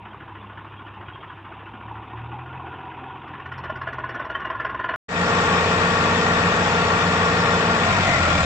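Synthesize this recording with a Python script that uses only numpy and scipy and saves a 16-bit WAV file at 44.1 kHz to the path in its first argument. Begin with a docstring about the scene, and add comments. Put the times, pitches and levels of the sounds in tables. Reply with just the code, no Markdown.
"""Tractors and digger in an earth pit

Two scenes. First, in mono, a digger revs and backs away (engine multiples over throbbing noise) while a slow
three-cylinder tractor puffs, speeds up and draws nearer (one noise burst a firing), with squeaks and rattles.
After a short silence, in stereo, a loaded tractor holds high revs, then lugs down as it takes the load
(sines tied to the engine cycle, pulsing roar and hiss, singing panels); the digger idles close by (steady sines).
"""
import sys
import numpy as np
from scipy import signal
from scipy.fft import rfft, irfft, next_fast_len
from scipy.io import wavfile
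from scipy.ndimage import uniform_filter1d, map_coordinates

SR = 44100
rng = np.random.default_rng(int(sys.argv[2]) if len(sys.argv) > 2 else 0)


def ratio_of_db(decibels):
    """Turn decibels (scalar or array-like) into linear amplitude factors; 0 dB maps to 1."""
    return 10 ** (np.asarray(decibels, float) / 20)


def transcribe(signal):
    """Save signal, clipped to [-1, 1], as a 16-bit WAV file at the path in sys.argv[1]."""
    frames = np.atleast_2d(signal).T
    limited = np.clip(frames, -1, 1)
    pcm = np.round(limited * 32767).astype(np.int16)
    wavfile.write(sys.argv[1], SR, pcm)


N = 372632
TIME = np.arange(N) / SR
FIRST_ENDS_S, SECOND_STARTS_S = 4.96, 5.083


def unit(x):
    """Scaled to rms 1."""
    return x / np.sqrt(np.mean(x ** 2) + 1e-20)


def along(points, hz):
    """(position, value) points read on a log axis."""
    f, v = np.transpose(points)
    return np.interp(np.log(hz + 1), np.log(f + 1), v)


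def curves(rows, at=TIME):
    """Each column after the time, read at the given moments."""
    s, *cols = np.transpose(rows)
    return [np.interp(at, s, c) for c in cols]


def wobble(rate):
    """A smooth random curve, rate knots a second."""
    knots = rng.standard_normal(int(N * rate / SR) + 4)
    return map_coordinates(knots, [TIME * rate])


def filtered(x, response):
    """x times a response of frequency."""
    m = next_fast_len(x.shape[-1] + 4096)
    spectrum = rfft(x, m) * response(np.fft.rfftfreq(m, 1 / SR))
    return irfft(spectrum, m)[..., :x.shape[-1]]


def resonance(hz, centre, width):
    """A peak of height 1, falling off to either side of its centre."""
    return 1 / (1 + (2 * (hz - centre) / width) ** 2)


def patchy(depth_db, channels):
    """White noise with patches of random gain in time and frequency, alike in all channels."""
    z = signal.stft(rng.standard_normal((channels, N)), nperseg=512)[2]
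    field = uniform_filter1d(rng.standard_normal(z.shape[1:]), size=3, axis=0)
    field = uniform_filter1d(field, size=5, axis=1)
    return signal.istft(z * ratio_of_db(depth_db * unit(field)), nperseg=512)[1][:, :N]


def tone(cycles, db, unsteady_db):
    """A slightly unsteady sine; db is its rms level before the unsteadiness."""
    level = np.sqrt(2) * ratio_of_db(db + unsteady_db * wobble(9))
    return level * np.sin(2 * np.pi * (cycles + rng.random()))


# Multiples of the loaded tractor's engine cycle that stand out; all others lie about BETWEEN_DB.
# Each row: multiple of the cycle, level in dB over a point 12 dB under the engine level.
HAUL_ORDERS = [(3, -15), (5, -13), (6, -7.5), (8, -6.5), (9, 0.7), (12, -4), (22, -4.5), (23, -9),
               (24, -0.2), (25, -8.5), (26, -5), (29, -10), (30, -10.5), (32, -10), (35, -6.5), (36, -7),
               (39, -9), (43, -7), (46, -7), (48, -5.5)]
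# How the load changes the multiples. Each row: multiple of the cycle, change in dB.
LUGGING_ORDERS = [(3, 4.5), (4, -7), (6, 10), (7, -7), (12, -2.5), (24, -14.5), (48, -10)]
# Colour of the combustion roar. Each row: frequency in Hz, relative density in dB per Hz.
ROAR_COLOUR = [(20, -19), (45, -23), (90, -11), (178, -7), (336, -12), (480, -9), (1840, -6.5),
               (2040, -12.5), (2500, -10.5), (4000, -32), (6000, -82.5)]
# How the load changes the roar. Each row: frequency in Hz, change in dB.
LUGGING_ROAR = [(200, 4.5), (400, -3), (680, 5), (1000, -2), (1400, -0.5), (1800, -3.5), (2150, 3.5),
                (4000, -6)]
# Bonnet resonances. Each row: frequency in Hz, width in Hz, strength in dB (halved, then scaled, in haul()).
BONNET = [(1118, 113, -6), (1392, 38, 5), (1867, 66, -2.5)]
# Colour of the hiss. Each row: frequency in Hz, relative density in dB per Hz.
HISS_COLOUR = [(1800, -28.5), (3000, -1.5), (3590, 4), (3930, -1.5), (5450, -3), (6380, -9.5), (7460, -7.5),
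               (8300, -19.5), (8850, -28.5), (9050, -70), (14500, -60.5)]
ENGINE_DB, HISS_DB = -19.5, -32.5  # before the load and the fade-in
FADE_DB, FADE_S = 13, 0.075  # the scene fades in from FADE_DB under
CYCLE_HZ, LOAD_S, SAG_HZ, SAG_S = 19.32, 7.81, 8.5, .42  # engine cycles a second; the clutch bites, speed sags
BITE_S, STRAIN_DB, STRAIN_S = 0.081, 3, 0.25  # the labour sets in; a swell with the load, dying away
BETWEEN_DB, BETWEEN_SPREAD_DB = -16.5, 0.5
CRANK_JITTER = 0.0033  # cycles by which the crank runs ahead or behind, times a random curve


def haul():
    """Uneven cylinders give every multiple of the engine cycle; roar and hiss pulse with the firings."""
    loaded = np.clip(TIME - LOAD_S, 0, None)
    lugging = 1 - np.exp(-loaded / BITE_S)
    fade_db = fade_in_db()
    engine_db = ENGINE_DB + fade_db + STRAIN_DB * lugging * np.exp(-loaded / STRAIN_S)
    hiss_db = HISS_DB + fade_db + 1.4 * lugging
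    cycle_hz = CYCLE_HZ - SAG_HZ * (1 - np.exp(-loaded / SAG_S))
    turns = np.cumsum(cycle_hz) / SR + CRANK_JITTER * wobble(14)

    strong = dict(HAUL_ORDERS)
    orders = np.zeros(N)
    for k in range(3, 49):
        db = strong.get(k, BETWEEN_DB + BETWEEN_SPREAD_DB * rng.standard_normal())
        orders += tone(k * turns, db + lugging * along(LUGGING_ORDERS, k) + engine_db - 12, 1.18)
    # a wavering gear whine tied to the shaft swells at the bite, then dies with the speed
    whine_db = engine_db - 12.5 + 7 * lugging - 200 * loaded ** 2
    whine = tone(59 * turns + 0.39 * wobble(50), whine_db, 2.9)

    # three firings a cycle, each a sudden blow that dies away
    throb = 1 + (0.14 + 0.11 * lugging) * signal.sawtooth(2 * np.pi * 3 * turns, 0)

    def roar_response(hz):
        """The roar's colour, lifted where the bonnet resonates."""
        peaks = sum(ratio_of_db(db / 2) * resonance(hz, c, w) for c, w, db in BONNET)
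        return ratio_of_db(along(ROAR_COLOUR, hz)) * (1 + 1.45 * peaks)

    roar = unit(filtered(throb * patchy(0.74, channels=2), roar_response))
    # the labouring engine sounds deeper
    roar += lugging * filtered(roar, lambda hz: ratio_of_db(along(LUGGING_ROAR, hz)) - 1)
    hiss = unit(filtered(throb * patchy(1.87, channels=2), lambda hz: ratio_of_db(along(HISS_COLOUR, hz))))
    tones = orders + whine + idle() + rings()
    tone_pair = [tones, np.roll(tones, 900)]  # a delayed copy serves as the second input
    return ports(ratio_of_db(engine_db - 1.7) * roar + ratio_of_db(hiss_db) * hiss + tone_pair, lag=6.3)


def fade_in_db():
    """Gain with which the second scene fades in."""
    return -FADE_DB * np.exp(-np.clip(TIME - SECOND_STARTS_S, 0, None) / FADE_S)


# Likeness of the two microphone ports. Each row: frequency in Hz, left-right correlation.
ALIKE = [(250, 0.97), (500, 1), (1000, 0.84), (2000, 0.11), (4000, 0.2), (8000, 0.088)]
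# Stereo lean. Each row: frequency in Hz, left over right in dB.
LEAN = [(300, 0.5), (900, 1.5), (1600, 3), (2780, 10), (4800, 1), (8300, 13.5)]


def ports(pair, lag):
    """Two inputs become left and right; the left port leans louder and lags by some samples."""
    turn = lambda hz: np.arccos(np.clip(along(ALIKE, hz), -1, 1)) / 2
    mid, side = filtered(pair, lambda hz: np.array([np.cos(turn(hz)), np.sin(turn(hz))]))
    # half the lean and lag on the left, the opposite half on the right
    lean = lambda hz: ratio_of_db(along(LEAN, hz) / 2) * np.exp(-1j * np.pi * hz * lag / SR)
    return filtered(np.array([mid + side, mid - side]), lambda hz: np.array([lean(hz), 1 / lean(hz)]))


# Panels singing as the tractor rears.
# Each row: start in seconds, length in seconds, level in dB, pitch in Hz.
PANEL_RINGS = [(7.94, 0.19, -28, 681), (8, 0.16, -31, 2040), (8.14, 0.025, -23, 1980),
               (8.197, 0.15, -22.5, 1386), (8.2, 0.14, -33, 614)]


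def rings():
    """A panel takes up one pitch, unsteadily, for a moment."""
    out = np.zeros(N)
    for s, length, db, hz in PANEL_RINGS:
        swell = np.exp(-(2 * (TIME - s - length / 2) / length) ** 4)
        out += swell * tone(hz * TIME + 0.31 * wobble(70), db, 3.5)
    return out


# The slow tractor's speed. Each row: time in seconds, firings a second.
PUFF_RATE = [(0, 13.38), (1, 13.79), (1.9, 13.76), (2.3, 13.72), (2.7, 15.57), (3.1, 16.7), (3.5, 16.44),
             (3.9, 17.65), (4.2, 19.4), (4.6, 20.35), (4.96, 21.12)]
FAR_DB, NEAR_DB, PUFF_DB_PER_HZ = -46.5, -38.5, 1.48  # puffs far off, close by, and gain with the firing rate
NEARING_S, NEARING_TAKES_S = 3.2, .4  # the slow tractor comes into the open
NEARING_RATE = 16.4  # firings a second at which close puffs have NEAR_DB


def approach(at):
    """Puff level in dB and nearness 0-1 of the slow tractor: close by, faster is louder."""
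    near = np.clip((at - NEARING_S) / NEARING_TAKES_S, 0, 1)
    close_db = NEAR_DB + PUFF_DB_PER_HZ * (curves(PUFF_RATE, at)[0] - NEARING_RATE)
    return FAR_DB + near * (close_db - FAR_DB), near


def surge(t, rise, life):
    """An envelope that rises from t = 0 and dies away, times in seconds."""
    return np.where(t > 0, (1 - np.exp(-(t / rise) ** 2)) * np.exp(-abs(t) / life), 0)


# Level of the three cylinders in turn, at any distance. Each entry: dB.
CYLINDERS_DB = [0.13, -1.5, 0]
# What each adds from close by, where one cylinder barks. Each entry: dB when fully near.
NEAR_CYLINDERS_DB = [1.07, -1.5, -1]
# Firings harder or softer than their turn. Each row: time in seconds, change in dB.
ODD_PUFFS = [(4.146, 0.5), (4.748, -1), (4.792, -2.5), (4.841, 2.5), (4.89, 2), (4.936, -3)]
# Puff colour at a distance. Each row: frequency in Hz, relative density in dB per Hz.
FAR_COLOUR = [(150, -47), (330, 7), (600, -45.5), (880, -6), (1450, -0.5), (2100, -11), (3300, -12.5),
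              (4100, -42), (7000, -64.5)]
# Puff colour close by. Each row: frequency in Hz, relative density in dB per Hz.
NEAR_COLOUR = [(150, -33), (330, -9.5), (850, -24.5), (1500, -9.5), (2500, -21.5), (3400, -23.5),
               (3950, -38), (5300, -41.5), (6400, -55), (9000, -59.5), (14500, -55.5), (15800, -69.5)]
# Modes of the exhaust stack. Each row: frequency in Hz, width in Hz, mean gain in dB close by (half far off).
STACK = [(644, 140, 11), (1057, 240, 20), (1430, 57, 8.5), (1750, 160, 7), (1950, 120, 5), (2904, 110, 8.5),
         (4390, 260, 11), (5520, 710, 11)]
# Hum under the puffs. Each row: multiple of the firing rate, dB from the puff level (8 dB more close by).
PUFF_ORDERS = [(3, -28.5), (4, -32.5), (6, -27.5), (7, -34.5)]
# the blow that opens each puff rings the stack, a little off pitch each time; a harder firing knocks more loudly
KNOCK, KNOCK_RISE_S, KNOCK_LIFE_S, KNOCK_DETUNE = 0.19, 0.0027, 0.0051, 0.022  # KNOCK close by, half far off
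KNOCK_GROWS = .8  # dB of knock per dB of hardness
# above TREBLE_HZ the puff is soft-edged noise, spread wider in time than the rest; modes there roam widely
TREBLE_HZ, TREBLE_SPREAD_S, TREBLE_RISE_S, TREBLE_LIFE_S = 4080, 0.0056, 0.011, 0.0087
TREBLE_DETUNE = .05


def puffs():
    """Each firing blows gas through the stack, with a softer second surge; modes differ from puff to puff."""
    turns = np.cumsum(curves(PUFF_RATE)[0]) / SR + .25
    firing = np.arange(1, int(turns[-1]) + 1)
    start = np.interp(firing, turns, TIME)
    level_db, near = approach(start)
    modes_luck = rng.standard_normal((len(firing), len(STACK)))
    treble_luck, knock_luck, second_luck = rng.standard_normal((3, len(firing), 1))
    hard_db = near * np.take(NEAR_CYLINDERS_DB, firing % 3) + 0.91 * rng.standard_normal(len(firing))
    for s, db in ODD_PUFFS:
        hard_db[np.argmin(abs(start - s))] += db

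    lead = SR // 50  # samples kept ahead of the firing
    t = (np.arange(SR // 8) - lead) / SR
    noise = lambda: rng.standard_normal((len(firing), len(t)))
    first = surge(t + 0.0052, 0.0057, 0.0081) * noise()
    second = 0.3 * ratio_of_db(1.3 * second_luck) * surge(t - .012, 0.0017, 0.028) * noise()
    second = filtered(second, lambda hz: 1 / (1 + (hz / 3600) ** 8))  # the second surge is duller

    high = lambda hz: 1 / (1 + (TREBLE_HZ / (hz + 1)) ** 12)
    # offsets the puff's level: the treble stays about equally strong however hard or fast the firing
    offset_db = (hard_db + near * (level_db - NEAR_DB))[:, None]
    treble_envelope = surge(t + TREBLE_SPREAD_S, TREBLE_RISE_S, TREBLE_LIFE_S)
    treble = 2.14 * ratio_of_db(1.7 * treble_luck - offset_db) * treble_envelope * noise()
    first = filtered(first, lambda hz: 1 - high(hz)) + filtered(treble, high)

    centre, width, gain_db = np.transpose(STACK)
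    detune, phase = rng.standard_normal((2, len(firing), len(STACK), 1))
    spread = np.where(centre > TREBLE_HZ, TREBLE_DETUNE, KNOCK_DETUNE)[:, None]
    pitch = centre[:, None] * (1 + spread * detune)
    ring = np.sin(2 * np.pi * (pitch * t + phase))[:, centre < TREBLE_HZ].sum(axis=1)
    knock = KNOCK * (1 + near[:, None]) / 2 * ratio_of_db(KNOCK_GROWS * hard_db[:, None] + 1.5 * knock_luck)
    first += knock * surge(t + 0.00052, KNOCK_RISE_S, KNOCK_LIFE_S) * ring

    def colour(hz):
        """The colour for the distance; modes stand out more from close by, each at its own strength."""
        strength_db = np.outer(.5 + .5 * near, gain_db) + 3.1 * modes_luck
        modes_db = (strength_db[..., None] * resonance(hz, pitch, width[:, None])).sum(axis=1)
        far_db = np.outer(1 - near, along(FAR_COLOUR, hz))
        return ratio_of_db(modes_db + far_db + np.outer(near, along(NEAR_COLOUR, hz)))

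    bursts = filtered(first + second, colour)
    size_db = level_db + np.take(CYLINDERS_DB, firing % 3) + hard_db
    taper = signal.windows.tukey(len(t), .2)
    out = np.zeros(N + SR)
    for s, db, burst in zip(start, size_db, bursts):
        out[round(s * SR):][:len(t)] += ratio_of_db(db) * unit(burst) * taper
    level_db, near = approach(TIME)
    hum = sum(tone(k * turns, level_db + 8 * near + db, 1.7) for k, db in PUFF_ORDERS)
    return out[lead:][:N] + hum


# The digger's engine speed. Each row: time in seconds, firings a second.
DIGGER_RATE = [(.7, 33.9), (1.5, 33), (1.9, 36.3), (2.1, 36.5), (2.33, 40.5), (2.5, 42.5), (2.75, 43.5),
               (3, 44), (3.6, 43.7), (4.1, 41.8), (4.2, 40), (4.7, 36.3), (4.96, 35.2)]
# Throttle under load. Each row: start in seconds, hold in seconds, release in seconds, level in dB.
PUSHES = [(1.79, 0.2, 0.069, -39.5), (2.1, 0.17, 0.39, -37), (3.397, .72, 0.026, -44)]
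# Weaker multiples. Each row: multiple of the firing rate, dB from the 3rd multiple.
DIGGER_ORDERS = [(4, -20), (6, -22)]
# Colour of the clatter. Each row: frequency in Hz, relative density in dB per Hz.
CLATTER_COLOUR = [(20, -51.5), (45, -14), (108, -0.5), (160, -5.5), (349, -7), (600, -13), (950, 0),
                  (1550, -17), (2070, -18.5), (2650, -14), (3640, -25), (4200, -46.5), (6000, -56.5),
                  (9000, -67.5)]
# The drive, working as the digger backs away. Each row: time in seconds, level in dB.
GROWL_LEVEL = [(1.2, -68), (1.9, -46.5), (2.9, -38.5), (3.5, -49)]
# The drive's housing. Each row: frequency in Hz, width in Hz, relative strength in dB.
CASING = [(352, 110, -1), (769, 69, 3.5), (956, 70, 3), (1430, 58, -2), (2580, 180, -11)]
COAST_DB, RECEDE_DB_PER_S = -47, 0.9  # exhaust note off load; it fades as the digger backs away
PUSH_ATTACK_S = 0.083
SECOND_DB, PIPE_DB, PIPE_HZ, PIPE_WIDTH_HZ = -10, 8.5, 87, 5  # 2nd from the 3rd; lifted where the pipe resonates
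CLATTER_DB, CLATTER_DB_PER_S = -43.5, 0.68  # at time 0, then swelling steadily


def digger():
    """Low multiples of the firing rate over clatter that throbs once a firing, and the growl of the drive."""
    rate, = curves(DIGGER_RATE)
    turns = np.cumsum(rate) / SR
    pushed = np.zeros(N)
    for s, hold, release, db in PUSHES:
        attack = np.clip((TIME - s) / PUSH_ATTACK_S, 0, 1)
        pushed += ratio_of_db(db) * attack * np.exp(-np.clip(TIME - s - hold, 0, None) / release)
    coasting = ratio_of_db(COAST_DB - RECEDE_DB_PER_S * TIME)
    third_db = 20 * np.log10(np.maximum(coasting, pushed))
    second_db = third_db + SECOND_DB + PIPE_DB * resonance(2 * rate, PIPE_HZ, PIPE_WIDTH_HZ)
    hum = tone(2 * turns, second_db, 0.37) + tone(3 * turns, third_db, 0.61)
    hum += sum(tone(k * turns, third_db + db, 8.5) for k, db in DIGGER_ORDERS)

    throb = 1 + 0.23 * np.cos(2 * np.pi * turns)
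    clatter_noise = throb * patchy(2.8, channels=1)[0]
    clatter = unit(filtered(clatter_noise, lambda hz: ratio_of_db(along(CLATTER_COLOUR, hz))))
    casing = lambda hz: sum(ratio_of_db(db) * resonance(hz, c, w) for c, w, db in CASING)
    growl = unit(filtered(patchy(4.2, channels=1)[0], casing))
    clatter_gain = ratio_of_db(CLATTER_DB + CLATTER_DB_PER_S * TIME)
    return hum + clatter_gain * clatter + ratio_of_db(curves(GROWL_LEVEL)[0]) * growl


# The digger idling close by, and a separate steady line at 294 Hz. Each row: frequency in Hz, level in dB.
IDLE_TONES = [(90.2, -34), (105, -46.5), (165.5, -43), (180.4, -34.5), (211, -53), (294, -43.5)]


def idle():
    """Steady tones, the digger's engine and the separate 294 Hz line, sharing one slow drift: they run a little
    ahead or behind."""
    drifting = TIME + 0.00067 * wobble(3)
    return sum(tone(hz * drifting, db + fade_in_db(), 1.4) for hz, db in IDLE_TONES)


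# Squeaks near 3.3 kHz, some in step with the puffs, then lower rattles of loose steel.
# Each row: start in seconds, level in dB before the rise and decay, pitch in Hz.
SQUEAKS_AND_RATTLES = [(.41, -40, 3440), (0.771, -41, 3270), (1.06, -42, 3260), (1.13, -34.5, 3200),
                       (1.2, -38, 3200), (1.28, -40, 3250), (1.9, -23.5, 910), (2.129, -24, 975),
                       (2.325, -19, 865), (2.492, -31, 1430), (2.661, -27, 775), (2.7, -30, 1430),
                       (2.885, -33, 950)]


def squeaks_and_rattles():
    """Each squeak or rattle is narrow noise around one pitch that rises and dies away."""
    out, t = np.zeros(N), np.arange(SR // 5) / SR
    envelope = np.clip(t / 0.024, 0, 1) * np.exp(-t / 0.014)
    for s, db, pitch_hz in SQUEAKS_AND_RATTLES:
        band = lambda hz: 1 / (1 + ((hz - pitch_hz) / 90) ** 4)
        burst = filtered(rng.standard_normal(len(t)), band)
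        out[round(s * SR):][:len(t)] += ratio_of_db(db) * unit(burst) * envelope
    return out


def recorder_hiss():
    """The recorder's own faint white noise."""
    return ratio_of_db(-85.5) * rng.standard_normal(N)


def scene():
    """The first scene, in mono, stops dead; the second, in stereo, opens after a silence."""
    first = digger() + puffs() + squeaks_and_rattles() + recorder_hiss()
    opening = np.clip((TIME - SECOND_STARTS_S) / 0.0087, 0, 1)
    return first * (TIME < FIRST_ENDS_S) + haul() * opening


def band_limit(x):
    """A steep low-pass at the top of the band."""
    return signal.sosfilt(signal.butter(12, 15700, fs=SR, output="sos"), x)


def record(dry):
    """The finished mix, as it is stored."""
    return band_limit(dry)


dry = scene()
out = record(dry)
transcribe(out)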